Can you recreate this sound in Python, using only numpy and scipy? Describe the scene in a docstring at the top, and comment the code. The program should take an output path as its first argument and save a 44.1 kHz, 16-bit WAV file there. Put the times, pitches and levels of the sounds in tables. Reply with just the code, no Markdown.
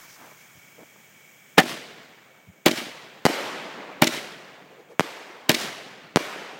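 """A faint fuse fizzes over a steady hiss and a few soft scuffs; then a firework cake fires into the night.
Four lift charges thump and spit gas out of their card tubes, and three shells burst overhead,
each bang doubled by the ground. Nearby walls slap the bangs back and the surroundings roll on.
A small microphone close by loses the deep bass and overloads on the bangs."""
import sys
import numpy as np
from scipy import signal
from scipy.io import wavfile
from scipy.ndimage import uniform_filter1d

SR = 44100
rng = np.random.default_rng(int(sys.argv[2]) if len(sys.argv) > 2 else 0)


def output_pcm(signal):
    """Save a mono or channel-first signal as 16-bit PCM at the path in sys.argv[1].

    Samples are clipped to [-1, 1] before scaling.
    """
    pcm = np.clip(np.atleast_2d(signal).T, -1, 1) * 32767
    wavfile.write(sys.argv[1], SR, np.round(pcm).astype(np.int16))


N = 290619


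def amp(db):
    return np.exp(np.asarray(db) * (np.log(10) / 20))


def unit(x):
    return x / np.sqrt(np.mean(x ** 2) + 1e-20)


def clock(length):
    return np.arange(round(length * SR)) / SR


def add(mix, start_s, sound):
    part = mix[round(start_s * SR):][:len(sound)]
    part += sound[:len(part)]


def band(x, lo_hz, hi_hz, order=2):
    """Keep the part of a sound between two frequencies."""
    return signal.sosfilt(signal.butter(order, [lo_hz, hi_hz], "band", fs=SR, output="sos"), x)


def colour(x, spectrum, size=4096):
    """Give a sound a tone colour (its mix of lows and highs); white noise keeps its power."""
    hz, db = np.transpose(spectrum)
    bin_hz = abs(np.fft.fftfreq(size, 1 / SR))
    gain = amp(np.interp(np.log(bin_hz + 1), np.log(hz), db))
    response = np.exp(np.conj(signal.hilbert(np.log(gain))))  # rings only after a sound, never before
    taps = np.fft.ifft(response).real[:size // 2]
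    return signal.oaconvolve(x, taps / np.linalg.norm(taps))[:len(x)]


def flicker(size, depth_db, smoothing):
    """A level that wavers at random, smoothed over some samples."""
    return amp(depth_db * unit(uniform_filter1d(rng.standard_normal(size), size=smoothing)))


def whistle(size, hz, width_hz):
    """Noise that rings around one pitch."""
    noise = rng.standard_normal(size + SR // 20)
    return unit(band(noise, hz - width_hz / 2, hz + width_hz / 2, order=1)[-size:])


def puff(length_s, hz, width_hz):
    """A breathy whistle that swells and dies away."""
    swell = np.hanning(round(length_s * SR))
    return swell * whistle(len(swell), hz, width_hz)


# tone colour of the burning fuse: f/Hz, level/dB
FUSE_COLOUR = [(300, -10), (1500, 4), (3000, -5.5), (4300, -8), (6000, -1.5), (9000, -12), (16000, -6.5)]
def fuse(first_shot_s, level_db=-50, fade_db_per_s=14.5):
    """The fuse sputters, flares once and fades as it burns into the box, until the first tube fires."""
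    t = np.arange(N) / SR
    sputter = flicker(N, depth_db=1.5, smoothing=400)
    fizz = colour(rng.standard_normal(N) * sputter, FUSE_COLOUR) * amp(level_db - fade_db_per_s * t)
    add(fizz, 0.036, amp(-54) * puff(0.17, hz=5600, width_hz=1400))  # the flare
    return fizz * (t < first_shot_s)


# tone colour of the hiss: f/Hz, level/dB
HISS_COLOUR = [(30, -41), (65, -41.5), (100, -6.5), (150, 0.5), (210, -1.5), (300, -7.5), (600, -7),
               (1100, -10.5), (1900, -6.5), (3300, -14.5), (4300, -21), (6800, -10), (10800, -24),
               (15000, -13)]
# thin whines in the hiss: f/Hz, width/Hz, level/dB
WHINES = [(2257, 58, -57.5), (2100, 300, -76), (3250, 240, -65.5)]
def hiss(first_shot_s, level_db=-54, drop_db=5, drop_s=.05, sink_db_per_s=1.5):
    """A steady hiss with thin whines; it drops at the first bang and keeps sinking."""
    since = np.maximum(np.arange(N) / SR - first_shot_s, 0)
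    sink_db = drop_db * np.minimum(since / drop_s, 1) + sink_db_per_s * since
    whine = sum(amp(db) * whistle(N, hz, width) for hz, width, db in WHINES)
    noise = amp(level_db) * colour(rng.standard_normal(N), HISS_COLOUR)
    return (noise + band(whine, 1500, 3500)) * amp(-sink_db)


# scuffs and bumps close by: t/s, length/s, level/dB, lowest f/Hz, highest f/Hz
SOFT_BUMPS = [(0.139, 0.21, -48, 216, 1390), (0.311, 0.02, -46.5, 300, 1240), (0.538, 0.062, -53, 91, 175),
              (0.758, 0.094, -46.5, 166, 646), (0.823, 0.021, -51, 250, 1100),
              (0.952, 0.02, -51.5, 300, 1090), (2.457, 0.075, -49, 91, 183)]
def scuffs():
    """Each soft scuff or bump is a short swell of dull noise."""
    out = np.zeros(N)
    for start, length, db, lo_hz, hi_hz in SOFT_BUMPS:
        swell = np.hanning(round(length * SR))
        noise = unit(band(rng.standard_normal(len(swell)), lo_hz, hi_hz))
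        add(out, start, amp(db) * swell * noise)
    return out


# tone colour of escaping gas: f/Hz, level/dB
GAS_COLOUR = [(100, -6.5), (300, 1), (600, 0), (1100, -5), (2300, -4), (3300, -7.5), (5000, -16),
              (9000, -27.5), (16000, -27.5)]
def gas_leak(length_s=.006, level_db=-22):
    """Gas leaks past the shell just before it moves."""
    rise = np.linspace(0, 1, round(length_s * SR))
    return amp(level_db) * rise * colour(rng.standard_normal(len(rise)), GAS_COLOUR)


# notes that a strong rush of gas blows: f/Hz, width/Hz, level/dB
HOWL_NOTES = [(754, 55, -6.5), (1775, 140, -7.5)]
def gas_jet(jet_db, rise_s=0.0036, hold_s=0.0021, decay_s=0.012, spits_per_s=5000):
    """Gas sputters out of the tube and howls when the rush is strong."""
    t = clock(.12)
    flow = np.minimum(t / rise_s, 1) * np.exp(-np.maximum(t - rise_s - hold_s, 0) / decay_s)
    sputter = unit(rng.standard_normal(len(t)) * (rng.random(len(t)) < spits_per_s / SR))
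    howl = sum(amp(db) * unit(flow * whistle(len(t), hz, width)) for hz, width, db in HOWL_NOTES)
    howl_db = 16 + 3.7 * jet_db  # the howl grows much faster than the rush
    return amp(jet_db) * colour(sputter * flow, GAS_COLOUR) + amp(howl_db) * flow.std() * howl


def jagged_clicks(length_s, count=13):
    """A few jolts of air pressure of random size, scattered over a moment."""
    jitter, size = rng.random((2, count, 1))
    index = np.arange(count)[:, None]
    age = clock(.008) - length_s * (index + jitter) / count
    push_pull = (size + 0.1) * (-1) ** index
    clicks = np.sum(push_pull * np.sinc(age * SR), axis=0)
    return clicks / np.linalg.norm(clicks)


# tone colour of a charge's crack: f/Hz, level/dB
CRACK_COLOUR = [(200, -19), (1200, -5.5), (2500, -2.5), (5000, -4.5), (8000, -6), (9500, -12),
                (16000, -8.5)]
def crack(length_s):
    """Tightly packed clicks blend into one ragged crack."""
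    return np.sqrt(length_s * SR) * colour(jagged_clicks(length_s), CRACK_COLOUR)


# notes of the air in a tube: f/Hz, level/dB, time to fade by 60 dB/s
TUBE_NOTES = [(166.5, -13.5, 0.036), (256.3, -12.5, 0.071), (331, -6, 0.033), (615, -12.5, 0.056)]
def thump(delay_s):
    """The air in the tube rings once the shell has left its mouth."""
    age = np.maximum(clock(.2) - delay_s, 0)
    return sum(amp(db - 60 * age / ring_s) * np.sin(2 * np.pi * hz * age)
               for hz, db, ring_s in TUBE_NOTES)


def fade(t, rise_s, db, fall_db_per_s):
    """A level that rises quickly and then loses the same dB every second."""
    return np.minimum(t / rise_s, 1) * amp(db - fall_db_per_s * t)


def echo_wash(t, spectrum, air_db_per_s, air_curve, flutter_db, raggedness):
    """Countless small echoes, duller the further they travel; air_db_per_s is the loss at 10 kHz."""
    flutter = flicker(len(t), flutter_db, smoothing=160)
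    echoes = unit(rng.standard_normal(len(t)) * flutter)
    ragged = signal.oaconvolve(echoes, jagged_clicks(0.0026))[:len(t)]
    echoes += raggedness * np.exp(-t / 0.059) * ragged  # early echoes keep the bang's ragged colour
    hz, delay, slices = signal.stft(echoes, SR, nperseg=256)
    patches = uniform_filter1d(rng.standard_normal(slices.shape), size=12, axis=1)
    patches = unit(uniform_filter1d(patches, size=2, axis=0))  # louder and softer spots in time and pitch
    uneven_db = 2.2 * patches / (1 + hz[:, None] / 4000)
    air_loss_db = air_db_per_s * (hz[:, None] / 1e4) ** air_curve * delay
    _, dulled = signal.istft(slices * amp(uneven_db - air_loss_db), SR, nperseg=256)
    return colour(dulled[:len(t)], spectrum)


# tone colour of the roll after a launch: f/Hz, level/dB
LAUNCH_ROLL_COLOUR = [(40, -4), (90, -13), (135, -3), (260, -5), (450, -1.5), (720, -1), (980, -3),
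                      (1400, -1.5), (1900, 1), (3100, 0), (5000, -3.5), (7500, -8.5), (10000, -12),
                      (15000, -14)]
def launch_roll(bank_delay_s=0.12, bank_rise_db_per_s=226, bank_fall_db_per_s=117):
    """A launch scatters off things close by, swells back off a bank of trees or houses and rolls on."""
    t = clock(1.7)
    close = fade(t, rise_s=0.017, db=22, fall_db_per_s=1599.5)
    late = t - bank_delay_s
    bank = amp(-1 - np.maximum(-late * bank_rise_db_per_s, late * bank_fall_db_per_s))
    distant = fade(t, rise_s=0.036, db=-6, fall_db_per_s=16)
    wash = echo_wash(t, LAUNCH_ROLL_COLOUR, air_db_per_s=46, air_curve=0.77,
                     flutter_db=1.0, raggedness=0.45)
    return wash * np.sqrt(close ** 2 + bank ** 2 + distant ** 2)


# lift charges: t/s, thump level/dB, thump delay/s, crack level/dB, gas level/dB,
# near slap level/dB, its ring f/Hz, far slap level/dB, roll level/dB
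LIFT_CHARGES = [(1.5791, -2.5, 0.011, -28, -4, -16.5, 2500, -27.5, -28.5),
                (2.6604, 0.5, 0.004, -12, -9, -24, 3750, -21, -27.5),
                (4.0201, 0.5, 0.00237, -11, -10.5, -22, 5400, -13.5, -27),
                (5.4938, -3, 0.0015, -6, -14.5, -23, 3370, -15.5, -25)]
# walls that slap the crack back: delay/s, extra level/dB, lowest f/Hz, highest f/Hz, far (1) or near (0)
CRACK_WALLS = [(.0215, 1, 1800, 14000, 0), (.049, -6, 1200, 6000, 1), (.0525, 0, 1800, 6000, 1),
               (.057, -2, 1800, 5000, 1)]
# walls that send the thump back: delay/s, extra level/dB
THUMP_WALLS = [(.026, -12.5), (.047, -12), (.068, -18.5), (.118, -23.5), (.151, -24), (.202, -30)]
def launches():
    """Each charge shoots a shell out of its tube, and the surroundings answer."""
    out = np.zeros(N)
    for start, thump_db, thump_delay, crack_db, jet_db, near_db, ring_hz, far_db, roll_db in LIFT_CHARGES:
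        leak = gas_leak()
        add(out, start - len(leak) / SR, leak)
        add(out, start, amp(crack_db) * crack(0.0022))
        add(out, start, gas_jet(jet_db))
        boom = amp(thump_db) * thump(thump_delay)
        add(out, start, boom)
        zing = puff(0.0066, ring_hz, width_hz=0.15 * ring_hz)  # the near slap's short, rough ring
        add(out, start + .0205, amp(near_db + 1.5) * zing)
        for delay, db, lo_hz, hi_hz, is_far in CRACK_WALLS:
            slap = band(crack(.003), lo_hz, hi_hz, order=1)
            add(out, start + delay, amp(db + (far_db if is_far else near_db)) * slap)
        for delay, db in THUMP_WALLS:
            add(out, start + delay, amp(db) * band(boom, 210, 620))
        add(out, start, amp(roll_db) * launch_roll())
    return out


def shock(push_s, suction_s, edge_s):
    """A jump of air pressure that swings over into a fading suction."""
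    t = clock(.05)
    return np.tanh((push_s - t) / edge_s) * np.exp(-np.maximum(t - push_s, 0) / suction_s)


# tone colour of the roll after a burst: f/Hz, level/dB
BURST_ROLL_COLOUR = [(40, -11), (90, -16), (150, -7.5), (450, 4.5), (900, 3), (1400, 1.5), (2200, 2.5),
                     (3500, -2.5), (6500, -9), (8000, -12), (10200, -18), (13000, -16), (16000, -23)]
def burst_roll():
    """A burst scatters off things close by; from the sky it reaches far and rolls longer."""
    t = clock(1.7)
    close = fade(t, rise_s=0.017, db=24.5, fall_db_per_s=1599.5)
    distant = fade(t, rise_s=0.036, db=-2, fall_db_per_s=13)
    wash = echo_wash(t, BURST_ROLL_COLOUR, air_db_per_s=37.5, air_curve=0.76,
                     flutter_db=0.5, raggedness=0.64)
    return wash * np.hypot(close, distant)


# bursting shells: t/s, shock level/dB, push length/s, ground level/dB, wall level/dB, roll level/dB
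SHELLS = [(3.2534, 3, 0.000029, 7.5, -2.5, -25.5), (4.9958, -1, .00023, 1, -18, -35.5),
          (6.16, 3, 0.000064, 4, -13.5, -31)]
# walls that send a burst's low thud back: delay/s, extra level/dB, lowest f/Hz, highest f/Hz
THUD_WALLS = [(0.0105, -4, 336, 680), (0.0438, -2.5, 254, 430), (.05, -5.5, 250, 400)]
# far slopes that answer a burst: delay/s, level added to the roll's/dB
FAR_SLOPES = [(1.475, -27.5), (1.552, -24), (1.665, -21.5)]
def bursts(ground_delay_s=.0114, far_length_s=.085):
    """Each shell bangs overhead; the ground, the walls and far slopes send back duller echoes."""
    out = np.zeros(N)
    for start, shock_db, push_s, ground_db, wall_db, roll_db in SHELLS:
        front = shock(push_s, suction_s=0.00098, edge_s=.00004)
        bounce = shock(0.00043, suction_s=0.00044, edge_s=0.00059)  # soft ground stretches the front
        bang = amp(shock_db) * front
        add(bang, ground_delay_s, amp(ground_db) * band(bounce, 72, 5500, order=1))
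        add(out, start, band(bang, 135, 11000, order=1))
        for delay, db, lo_hz, hi_hz in THUD_WALLS:
            add(out, start + delay, amp(wall_db + db) * band(front, lo_hz, hi_hz))
        add(out, start, amp(roll_db) * burst_roll())
        for delay, db in FAR_SLOPES:
            answer = puff(far_length_s, hz=467.5, width_hz=110)
            add(out, start + delay - far_length_s / 2, amp(roll_db + db) * answer)
    return out


def microphone(x, cutoff_hz=165, damping=0.84):
    """A small microphone loses the deep bass and rings a little near its cutoff."""
    w = 2 * np.pi * cutoff_hz
    return signal.lfilter(*signal.bilinear([1, 0, 0], [1, damping * w, w * w], SR), x)


def scene():
    """The bangs as the microphone takes them, over the quiet sounds, in one channel."""
    first_shot_s = LIFT_CHARGES[0][0]
    bangs = microphone(launches() + bursts())
    return (bangs + scuffs() + hiss(first_shot_s) + fuse(first_shot_s))[None]


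def record(dry, threshold_db=-9, react_s=0.0057, recovery_db_per_s=65, highest_hz=16100):
    """The volume ducks after the loudest bangs, overload rounds the peaks and the top treble is cut."""
    memory = np.exp(-1 / (react_s * SR))
    power_db = 10 * np.log10(signal.lfilter([1 - memory], [1, -memory], dry[0] ** 2) + 1e-12)
    recovery_db = recovery_db_per_s * np.arange(N) / SR
    held_db = np.maximum.accumulate(power_db + recovery_db) - recovery_db  # each peak sinks steadily
    ducked = dry / amp(np.maximum(held_db - threshold_db, 0))
    rounded = ducked / (1 + ducked ** 6) ** (1 / 6)
    treble_cut = signal.firwin(401, highest_hz, window=("kaiser", 8), fs=SR)
    return signal.oaconvolve(rounded, treble_cut[None], "same")


dry = scene()
out = record(dry)
output_pcm(out)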